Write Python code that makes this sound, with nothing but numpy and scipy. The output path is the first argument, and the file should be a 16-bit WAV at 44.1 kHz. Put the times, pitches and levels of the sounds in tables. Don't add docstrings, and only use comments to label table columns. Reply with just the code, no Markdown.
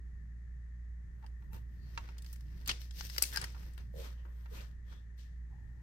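import sys
import numpy as np
from scipy import signal
from scipy.fft import rfft, irfft, next_fast_len
from scipy.io import wavfile
from scipy.ndimage import map_coordinates

SR = 44100
rng = np.random.default_rng(int(sys.argv[2]) if len(sys.argv) > 2 else 0)


def write(x):
    x = np.atleast_2d(x).T
    wavfile.write(sys.argv[1], SR, np.round(np.clip(x, -1, 1) * 32767).astype(np.int16))


N = 256662

# (time [s], relative level [dB])
HUM_ENVELOPE = [(0.05, -45.5), (0.99, -44), (1.23, -49), (1.33, -44), (1.41, -46), (2.8, -44), (3.24, -45),
                (4.39, -44), (5.05, -48), (5.41, -44.5), (5.64, -48.5), (5.8, -46)]
# (harmonic number, relative level [dB])
HUM_HARMONICS = [(1, 4.5), (2, -17.5), (3, -21.5)]
# (frequency [Hz], gain [dB])
RUMBLE_EQ = [(15, -14), (29, -0.5), (44, -3.5), (85, -4.5), (105, -6.5), (130, -6), (180, -11.5),
             (250, -22.5), (400, -31), (700, -63)]
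# (frequency [Hz], side over mid [dB])
RUMBLE_SPREAD = [(50, -11.5), (100, -17.5), (200, -4.5), (400, -3.5)]
# (frequency [Hz], left over right [dB])
RUMBLE_PAN = [(60, -6.5), (150, -4), (300, 1)]
# (time [s], level [dB])
ARM_PUFFS = [(1.57, -49), (1.84, -54), (2.04, -51), (2.71, -51.5), (3.08, -52.5), (3.43, -50), (3.98, -52),
             (4.6, -55), (5.7, -54)]
# (frequency [Hz], gain [dB])
AIR_EQ = [(150, -4.5), (350, 0), (500, -3.5), (700, -6), (1000, -10), (1150, -7), (1500, -10), (2200, -11),
          (3000, -19), (5300, -21), (6700, -17.5), (7600, -24.5), (8600, -22), (11000, -38), (16000, -32)]
# (frequency [Hz], left over right [dB])
AIR_PAN = [(60, -4), (110, -1.5), (200, -4), (380, 3), (700, 2), (1290, 10), (2380, 5), (4400, 10.5),
           (8120, 12.5), (15000, -7.5)]
# (time [s], relative level [dB], contact time [s])
DESK_KNOCKS = [(1.225, -58.5, 0.0015), (1.2404, -57.5, 0.0013), (1.422, -62, 0.0014),
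               (1.531, -57.5, 0.0005), (1.9756, -34, 0.0005), (2.0887, -51, 0.00023), (3.4315, -44, .002),
               (3.5465, -52, 0.00098), (3.561, -48, 0.0038), (3.602, -59, .0028), (4.2505, -54.5, 0.0024),
               (4.4575, -52, 0.0012), (4.925, -56.5, 0.0012)]
# (frequency [Hz], relative level [dB], t60 [s])
DESK_MODES = [(922, -0.5, 0.059), (1109, -15.5, 0.12), (1377, 2.5, 0.035), (1816, -19, 0.078),
              (2340, 9, 0.0076), (2733, -4, 0.055), (3140, -35, 0.056), (4030, 0, .025), (5090, -24, 0.024)]
# (frequency [Hz], gain [dB])
CONTACT_EQ = [(150, -12), (600, -2.5), (1100, 10), (3000, 1), (6000, 2.5), (14000, -26)]
# (peak time [s], rise [s], fall [s], rub [dB], rustle [dB], fizz [dB])
SLIDE_STROKES = [(1.25, 0.093, 0.071, -71.5, -89, -87), (1.45, 0.057, 0.068, -73.5, -90, -86),
                 (1.55, 0.016, 0.036, -59, -66.5, -64), (4.012, 0.043, 0.059, -59.5, -57.5, -62.5),
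                 (4.062, 0.035, 0.046, -54.5, -58.5, -67), (4.2, 0.045, 0.045, -69, -78.5, -91),
                 (4.254, 0.0055, 0.06, -61.5, -92, -84), (4.43, 0.15, 0.086, -71.5, -78, -79),
                 (4.57, 0.044, 0.06, -54.5, -58, -64), (4.615, 0.017, .04, -59, -61, -76),
                 (4.925, 0.045, 0.061, -64, -68, -79), (5.195, 0.014, 0.068, -79, -64.5, -77.5)]
# (frequency [Hz], gain [dB])
SLIDE_EQ = [(200, 0), (500, 0), (750, -5), (1200, -3), (2100, -9.5), (2700, -9), (3400, -6.5), (4400, -10),
            (5800, -11), (7500, -18.5), (9000, -16), (10000, -21.5), (10700, -42), (11600, -13.5),
            (13000, -12), (15000, -18), (16500, -38)]
# (frequency [Hz], side over mid [dB])
PAPER_SPREAD = [(200, -8), (700, 4), (2000, 1), (5000, 0), (9000, 5), (13000, -3.5)]
# (frequency [Hz], left over right [dB])
PAPER_PAN = [(60, 3), (110, 3), (200, -1), (380, 2.5), (700, -0.5), (1290, 4.5), (2380, 0), (4400, 9.5),
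             (8120, 6.5), (15000, -2.5)]
# (time [s], pitch [Hz], glide [Hz/s], bandwidth [Hz], level [dB], half-length [s])
PITCHED_NOISES = [(1.246, 860, -2000, 111, -56, 0.0067), (1.555, 891, -6, 130, -64.5, 0.025),
                  (1.56, 2720, 0, 298, -70.5, .025), (1.86, 4440, 0, 450, -74, 0.047),
                  (2.7145, 3080, 0.5, 495, -34.5, .002), (2.703, 3200, 1, 900, -38.5, .008),
                  (3.03, 1745, -7, 350, -62.5, 0.031), (3.2251, 8250, 0, 600, -23, .0011),
                  (3.186, 448, 3, 161.2, -44, 0.0026), (3.227, 345, 1.5, 150, -49.5, 0.004),
                  (3.356, 1733, 5000, 480, -45.5, 0.013), (3.62, 817, -300, 151.6, -83, 0.068),
                  (4.05, 2204, -15000, 603, -66, 0.024), (4.53, 446, 0, 90, -53, 0.0074),
                  (4.2, 2950, 0, 600, -75.5, .025), (4.588, 2576, 5000, 500, -59, 0.022),
                  (4.945, 3410, 1200, 350, -70.5, 0.041)]
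# (time [s], crackle level [dB], body over crackle [dB],
# sizzle over crackle [dB], t60 [s], low cut [Hz], left over right [dB])
CREASE_SNAPS = [(1.263, -75, -1, -9, 0.033, 600, -6), (2.182, -68, -18, -4, 0.035, 900, -5),
                (2.221, -74, -14, 3, 0.029, 900, -5), (2.245, -74.5, 0, -1, .03, 900, -7),
                (2.262, -70, -5.5, -6, .03, 900, -6), (2.328, -73.5, -4, 10.5, 0.041, 900, -4.5),
                (2.336, -81, 0, 5, 0.017, 900, -1), (2.36, -78.5, -1, 4, .022, 900, -6),
                (2.408, -77.5, -8, -2, 0.023, 900, -5), (2.6592, -62.5, -12, -9, 0.038, 400, -2.5),
                (2.671, -67.5, 0, -20, 0.023, 250, 0.5), (2.6756, -56.5, -6, 4.5, 0.028, 250, -2.5),
                (2.681, -51.5, -10, -6.5, 0.032, 250, 2), (2.6918, -44.5, -8, -15.5, .022, 400, 0.5),
                (2.6938, -47, -5, -18, 0.028, 500, 1), (2.698, -54, -4.5, -16, 0.036, 400, -4.5),
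                (2.7138, -51.5, -6, -15.5, .022, 300, -3.5), (2.909, -65.5, -12, -14, .03, 700, 2),
                (3.0089, -55.5, -2, -38, 0.02, 1300, 0), (3.098, -58, -6.5, -10, 0.028, 1200, 2.5),
                (3.163, -60, -1, -16, .028, 1300, 0), (3.181, -44, -6, -4, 0.023, 1200, -0.5),
                (3.22, -54.5, -2, -11, .02, 400, -2), (3.2234, -48, -10.5, 12.5, 0.012, 400, 0.5),
                (3.2273, -53.5, -10, 7, 0.013, 400, 0), (3.233, -54, -14.5, 0.5, 0.012, 1500, 0.5),
                (3.2347, -57.5, -11, 4, 0.01, 1500, 1), (3.237, -48, -12.5, -7.5, .016, 1500, -1.5),
                (3.326, -65, 5, -11.5, 0.058, 700, -1), (3.333, -69, -5.5, 8.5, .025, 900, 1),
                (3.36, -52.5, -6, -2, 0.014, 1100, 0.5), (3.3718, -48, -4.5, -7.5, 0.019, 400, 0.5),
                (3.38, -62.5, 4, -10.5, 0.016, 400, -0.5), (3.414, -56, -1, 0, 0.035, 400, 0),
                (3.425, -65.5, 8, -14, .022, 400, -3), (3.4402, -54, 0.5, -4, 0.037, 350, -1),
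                (3.522, -82, -8, 3.5, 0.017, 900, 6), (3.631, -83, 6, -6, 0.024, 600, 1),
                (3.734, -84.5, -8, 5.5, 0.048, 900, 1), (3.778, -72.5, 4.5, -1, .026, 600, 5),
                (3.787, -78.5, 4, -11, 0.023, 800, 7)]
# (frequency [Hz], gain [dB])
SNAP_EQ = [(200, -10.5), (450, -8), (650, -16), (850, -4), (1150, -9.5), (1700, -1.5), (2450, -7.5),
           (3150, -2.5), (3700, -2.5), (4900, 3.5), (5600, -3.5), (6300, -4), (7200, -6), (8250, 2),
           (9300, 2), (10600, -11), (11800, 1.5), (13500, -5.5), (15500, -9), (17000, -15.5)]
# (peak time [s], rise [s], fall [s], rub [dB], rustle [dB], fizz [dB])
WRAPPER_STROKES = [(1.75, 0.09, 0.16, -76, -85.5, -84.5), (1.96, .1, 0.15, -65, -70, -75.5),
                   (2.05, .04, 0.15, -61, -70.5, -84), (2.29, .05, 0.09, -80, -67.5, -70),
                   (2.62, 0.15, 0.1, -67.5, -71, -77), (2.703, 0.012, 0.013, -44.5, -39, -62),
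                   (2.74, .03, 0.07, -59.5, -59, -80), (2.818, .022, 0.04, -66.5, -57, -63.5),
                   (3.0, .04, 0.035, -62, -50, -56), (3.055, .028, .034, -60.5, -51.5, -54),
                   (3.15, .04, .05, -62.5, -51.5, -57), (3.258, .02, 0.04, -59.5, -48, -54.5),
                   (3.305, .02, .02, -61, -58.5, -61), (3.345, .015, 0.017, -53, -48, -50),
                   (3.41, .04, 0.098, -54.5, -55, -67), (3.62, .08, 0.13, -64, -68, -71),
                   (3.8, 0.02, 0.03, -62, -67.5, -77)]
# (frequency [Hz], gain [dB])
RUSTLE_EQ = [(200, -5.5), (350, -4), (600, -9.5), (850, -10), (1100, -12), (1750, -10), (2400, -8.5),
             (3100, -6), (4400, -4.5), (5300, -2.5), (6200, -7), (7300, -16.5), (9000, -12.5),
             (10000, -19.5), (10700, -29), (11600, -10.5), (13000, -9), (15000, -15), (17000, -25.5)]
# (time [s], relative level [dB])
CLINK_TAPS = [(3.3601, -37.5), (3.3722, -32.5)]
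# (frequency [Hz], relative level [dB], t60 [s])
CLINK_RING = [(865, -8, 0.032), (1610, 1.5, 0.042), (4570, -9, .025), (4970, 4.5, 0.038),
              (5330, -7.5, 0.049), (5450, -5.5, 0.034)]
# (time [s], relative level [dB])
JUDDER_ENVELOPE = [(3.94, -47.5), (3.957, -48), (3.994, -43.5), (4.015, -46), (4.05, -61)]
# (frequency [Hz], relative level [dB], t60 [s])
HOLLOW_MODES = [(414, -3, 0.042), (486, 3.5, .042), (548, -3, 0.033), (755, -12, .016), (1150, -20, .012)]
# (time [s], level [dB])
BUBBLE_ENVELOPE = [(5.499, -85), (5.532, -66), (5.56, -75), (5.59, -81), (5.615, -78), (5.66, -87),
                   (5.8, -80.5)]
# (frequency [Hz], gain [dB])
SPLASH_EQ = [(300, 2), (1000, 0), (3000, -7), (8000, -15), (10500, -24), (13000, -10), (16000, -20)]
# (left delay [s], right delay [s], gain [dB])
DESK_ECHOES = [(.0007, .0011, -25), (.0019, 0.0021, -17), (.0033, .004, -12.5)]
# (frequency [Hz], t60 [s])
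ROOM_DECAY = [(200, 0.23), (2000, 0.19), (6000, 0.27), (14000, 0.22)]

FIRM_CONTACT_S = 0.00041


def amp(db):
    return 10 ** (np.asarray(db) / 20)


def unit(x):
    return x / np.sqrt(np.mean(x ** 2) + 1e-20)


def along(points, hz):
    freqs, values = np.transpose(points)
    return np.interp(np.log(hz + 1), np.log(freqs + 1), values)


def wobble(rate):
    return map_coordinates(rng.standard_normal(int(N * rate / SR) + 4), [np.arange(N) * rate / SR])


def swell(s, rise, fall, rise_shape=1.1):
    t = np.arange(N) / SR - s
    return np.exp(-np.abs(t / np.where(t < 0, rise, fall)) ** np.where(t < 0, rise_shape, 1.1))


def filtered(x, response):
    n = x.shape[-1]
    padded = next_fast_len(n + 8192)
    return irfft(rfft(x, padded) * response(np.fft.rfftfreq(padded, 1 / SR)), padded)[..., :n]


def eq(x, curve):
    return filtered(x, lambda hz: amp(along(curve, hz)))


def add(track, s, sound):
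    part = track[:, round(s * SR):][:, :sound.shape[-1]]
    part += sound[..., :part.shape[-1]]


def pan(db):
    return amp(np.outer([.5, -.5], db))


def delay(hz, left_s, right_s):
    return np.exp(-2j * np.pi * np.outer([left_s, right_s], hz))


def placed(pair, spread, balance):
    def mid_side(hz):
        side_gain = amp(along(spread, hz))
        return np.array([np.ones_like(hz), side_gain]) / np.hypot(1, side_gain)
    mid, side = filtered(pair, mid_side)
    return filtered(np.array([mid + side, mid - side]), lambda hz: pan(along(balance, hz)))


def bands(x, low_hz, high_hz):
    cuts = [(low_hz, "lowpass"), ([low_hz, high_hz], "bandpass"), (high_hz, "highpass")]
    return [signal.sosfilt(signal.butter(4, hz, kind, fs=SR, output="sos"), x) for hz, kind in cuts]


def hum(hz, trim_db, waver_db):
    t = np.arange(N) / SR
    phase = 2 * np.pi * hz * t + 0.15 * wobble(7.1)
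    tone = sum(amp(db) * np.sin(k * phase + 2 * np.pi * rng.random()) for k, db in HUM_HARMONICS)
    level_db = np.interp(t, *np.transpose(HUM_ENVELOPE)) + trim_db + waver_db * wobble(11)
    return unit(tone) * amp(level_db) * pan(-1.2)


def room_tone(rumble_db, drift_db, air_db, hiss_db, hiss_hz, hiss_width_hz):
    noise = lambda: rng.standard_normal((2, N))
    rumble = eq(placed(noise(), RUMBLE_SPREAD, RUMBLE_PAN), RUMBLE_EQ)
    puffs = sum(amp(db) * swell(s, rise=0.14, fall=0.038) for s, db in ARM_PUFFS)
    stir = np.hypot(amp(rumble_db + drift_db * wobble(3.6)), puffs)
    air = eq(placed(noise(), spread=[(1000, -0.38)], balance=AIR_PAN), AIR_EQ)
    hiss = filtered(noise(), lambda hz: 1 / (1 + (2 * (hz - hiss_hz) / hiss_width_hz) ** 2))
    return stir * unit(rumble) + amp(air_db) * unit(air) + amp(hiss_db) * unit(hiss) * amp([[0], [-16]])


def knocks(trim_db, contact_t60):
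    out, t = np.zeros((2, N)), np.arange(SR // 5) / SR
    for s, db, contact_s in DESK_KNOCKS:
        softness = contact_s / FIRM_CONTACT_S
        cutoff_hz = 7933 / softness ** 0.99
        contact_db = 0.5 + 4 * np.log2(softness)
        scatter_db = rng.normal(0, 1.5, (len(DESK_MODES), 2, 1))
        phases = 2 * np.pi * (rng.random((len(DESK_MODES), 1, 1)) + np.array([[0], [.25]]))
        ring = sum(amp(level + extra - 60 * t / t60) * np.sin(2 * np.pi * hz * t + phase)
                   for (hz, level, t60), extra, phase in zip(DESK_MODES, scatter_db, phases))
        noise = unit(eq(rng.standard_normal((2, len(t))), CONTACT_EQ))
        contact = noise * amp(contact_db - 60 * t / contact_t60)
        blow = (ring + contact) * (1 - np.exp(-t / contact_s))
        add(out, s, amp(db + trim_db) * filtered(blow, lambda hz: (1 + 1j * hz / cutoff_hz) ** -2))
    return out * pan(1.6)


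def friction(strokes, curve, fizz_lead_s, catches_per_s, grain_share, flutter_db, rise_shape):
    catches = (rng.random(N) < catches_per_s / SR) * rng.exponential(size=N)
    catch_decay = np.exp(-np.arange(SR // 100) / (SR * 0.00052))
    power = np.abs(signal.fftconvolve(catches ** 2, catch_decay)[:N])
    grain = np.sqrt(1 - grain_share + grain_share * power / power.mean())
    texture = rng.standard_normal((2, N)) * grain * amp(flutter_db * wobble(45))
    sheet = eq(placed(texture, PAPER_SPREAD, PAPER_PAN), curve)
    rub, rustle, fizz = bands(sheet, low_hz=2030, high_hz=8700)
    out = np.zeros((2, N))
    for k, (band, lead) in enumerate([(rub, 0), (rustle, 0), (fizz, fizz_lead_s)]):
        energy = sum((amp(levels[k]) * swell(s - lead, rise, fall, rise_shape)) ** 2
                     for s, rise, fall, *levels in strokes)
        out += unit(band * amp(flutter_db * wobble(110))) * np.sqrt(energy)
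    return out


def pitched_noises():
    out, clock = np.zeros((2, N)), np.arange(N) / SR
    for s, pitch, glide, width, db, half_length in PITCHED_NOISES:
        near = np.abs(clock - s) < half_length * 4
        t = clock[near] - s
        envelope = np.exp(-.5 * (t / half_length) ** 2)
        grit = filtered(rng.standard_normal((2, 2, SR)), lambda hz: 1 / (1 + (2 * hz / width) ** 2))
        grit = np.take(grit, np.arange(len(t)), axis=-1, mode="wrap")
        phase = 2 * np.pi * (pitch + glide * t / 2) * t
        band = grit[0] * np.cos(phase) + grit[1] * np.sin(phase)
        out[:, near] += amp(db) * unit(band * envelope) * np.sqrt(np.mean(envelope ** 2))
    return out * pan(2)


def snaps(grain, ripple_db, build_s, first_db, first_t60, right_lag_s):
    out, t = np.zeros((2, N)), np.arange(SR // 10) / SR
    knots_hz = np.geomspace(300, 17000, num=45)
    for s, db, body_db, sizzle_db, t60, low_cut_hz, pan_db in CREASE_SNAPS:
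        cracks = rng.standard_normal((2, len(t))) * np.exp(grain * rng.standard_normal(len(t)))
        envelope = amp(-60 * t / t60) * (1 - np.exp(-t / build_s))
        run = placed(cracks * envelope, PAPER_SPREAD, PAPER_PAN)
        first = rng.standard_normal(len(t)) * amp(first_db - 60 * t / first_t60)
        first = filtered(first, lambda hz: pan(along(PAPER_PAN, hz)) * delay(hz, 0, right_lag_s))
        fold = np.column_stack([knots_hz, ripple_db * rng.standard_normal(len(knots_hz))])
        colour = lambda hz: amp(along(SNAP_EQ, hz) + along(fold, hz))
        low_cut = lambda hz: hz ** 2 / np.hypot(hz ** 2, low_cut_hz ** 2)
        burst = filtered(first + run, lambda hz: colour(hz) * low_cut(hz)) * pan(pan_db)
        for band, band_db in zip(bands(burst, low_hz=2225, high_hz=6800), (body_db, 0, sizzle_db)):
            add(out, s, unit(band) * amp(db + band_db))
    return out


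def clinks(pan_db):
    out, t = np.zeros((2, N)), np.arange(SR // 5) / SR
    for s, db in CLINK_TAPS:
        ring = sum(amp(level - 60 * t / t60) * np.sin(2 * np.pi * (hz * t + rng.random((2, 1))))
                   for hz, level, t60 in CLINK_RING)
        add(out, s, amp(db) * ring * (1 - np.exp(-t / FIRM_CONTACT_S)))
    return out * pan(pan_db)


def judder(slips_per_s, scatter):
    out, t = np.zeros((2, N)), np.arange(SR // 10) / SR
    times, levels = np.transpose(JUDDER_ENVELOPE)
    gaps = np.exp(scatter * rng.standard_normal(size=16)) / slips_per_s
    slips = times[0] + np.cumsum(gaps) - gaps[0]
    ring = sum(amp(db - 60 * t / t60) * np.sin(2 * np.pi * hz * t + rng.normal(0, 0.86, (2, 1)))
               for hz, db, t60 in HOLLOW_MODES)
    for s in slips[slips < times[-1]]:
        add(out, s, amp(np.interp(s, times, levels)) * ring * (1 - np.exp(-t / 0.0014)))
    return out


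def trickle(bubble_hz, detune, bubbles_per_s, bubble_t60, rise_per_s, splash_db):
    crowd, t = np.zeros((2, N)), np.arange(SR // 20) / SR
    times, levels = np.transpose(BUBBLE_ENVELOPE)
    clock = np.arange(N) / SR
    fade_in = np.clip((clock - times[0]) / 0.018 + 1, 0, 1)
    splash = eq(rng.standard_normal((2, N)), SPLASH_EQ)
    starts = np.arange(times[0] - .02, N / SR, 1 / bubbles_per_s)
    for s, (late, pitch, strength, right_phase) in zip(starts, rng.standard_normal((len(starts), 4))):
        phase = 2 * np.pi * bubble_hz * np.exp(detune * pitch) * (t + rise_per_s * t ** 2 / 2)
        envelope = amp(2 * strength - 60 * t / bubble_t60) * (1 - np.exp(-t / 0.00089))
        add(crowd, s + late / bubbles_per_s / 2, np.sin(phase + [[0], [right_phase]]) * envelope)
    bubbles = unit(crowd) * np.sqrt(fade_in.mean()) * amp(np.interp(clock, times, levels))
    return fade_in * (bubbles + amp(splash_db) * unit(splash))


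def desk_bounce(x):
    power = 1 + sum(amp(db) ** 2 for _, _, db in DESK_ECHOES)
    comb = lambda hz: 1 + sum(amp(db) * delay(hz, left, right) for left, right, db in DESK_ECHOES)
    return filtered(x, comb) / np.sqrt(power)


def reverb(x, blur_octaves, predelay_s):
    hz, t, spectrum = signal.stft(x, SR, nperseg=256)
    octave = np.log2(hz + 100)
    blur = np.exp(-.5 * ((octave[:, None] - octave) / blur_octaves) ** 2)
    power = (blur / blur.sum(1, keepdims=True)) @ np.abs(spectrum) ** 2
    age = t[t < .5]
    decay = amp(-60 * age / along(ROOM_DECAY, hz)[:, None]) ** 2 * (age > predelay_s)
    decay /= decay.sum(1, keepdims=True)
    tail = np.abs(signal.fftconvolve(power, decay[None], axes=2)[..., :len(t)])
    noise = signal.stft(rng.standard_normal((2, N)), nperseg=256)[2]
    return signal.istft(noise / noise.std() * np.sqrt(tail), nperseg=256)[1][:, :N]


def scene():
    creases = snaps(grain=0.5, ripple_db=4, build_s=0.00056,
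                    first_db=-1.5, first_t60=0.003, right_lag_s=0.00015)
    rustle = friction(WRAPPER_STROKES, RUSTLE_EQ, fizz_lead_s=.002, catches_per_s=495,
                      grain_share=.28, flutter_db=0.5, rise_shape=1.4)
    slides = friction(SLIDE_STROKES, SLIDE_EQ, fizz_lead_s=0.0096, catches_per_s=650,
                      grain_share=.25, flutter_db=0.1, rise_shape=1.7)
    water = trickle(bubble_hz=835, detune=0.062, bubbles_per_s=220, bubble_t60=0.036,
                    rise_per_s=6, splash_db=-83.5)
    transients = creases + knocks(trim_db=-2, contact_t60=0.04) + clinks(pan_db=7.5)
    transients += pitched_noises() + judder(slips_per_s=82, scatter=0.081)
    bed = hum(hz=59.1, trim_db=-0.2, waver_db=0.1)
    bed += room_tone(rumble_db=-56.5, drift_db=1.6, air_db=-76.5,
                     hiss_db=-70, hiss_hz=1830, hiss_width_hz=260)
    tail = amp(-13.5) * reverb(transients, blur_octaves=.3, predelay_s=.005)
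    return transients + tail + desk_bounce(rustle + slides) + water + bed


def record(dry):
    return filtered(dry, lambda hz: 1 / (1 + (hz / 16100) ** 120))


dry = scene()
out = record(dry)
write(out)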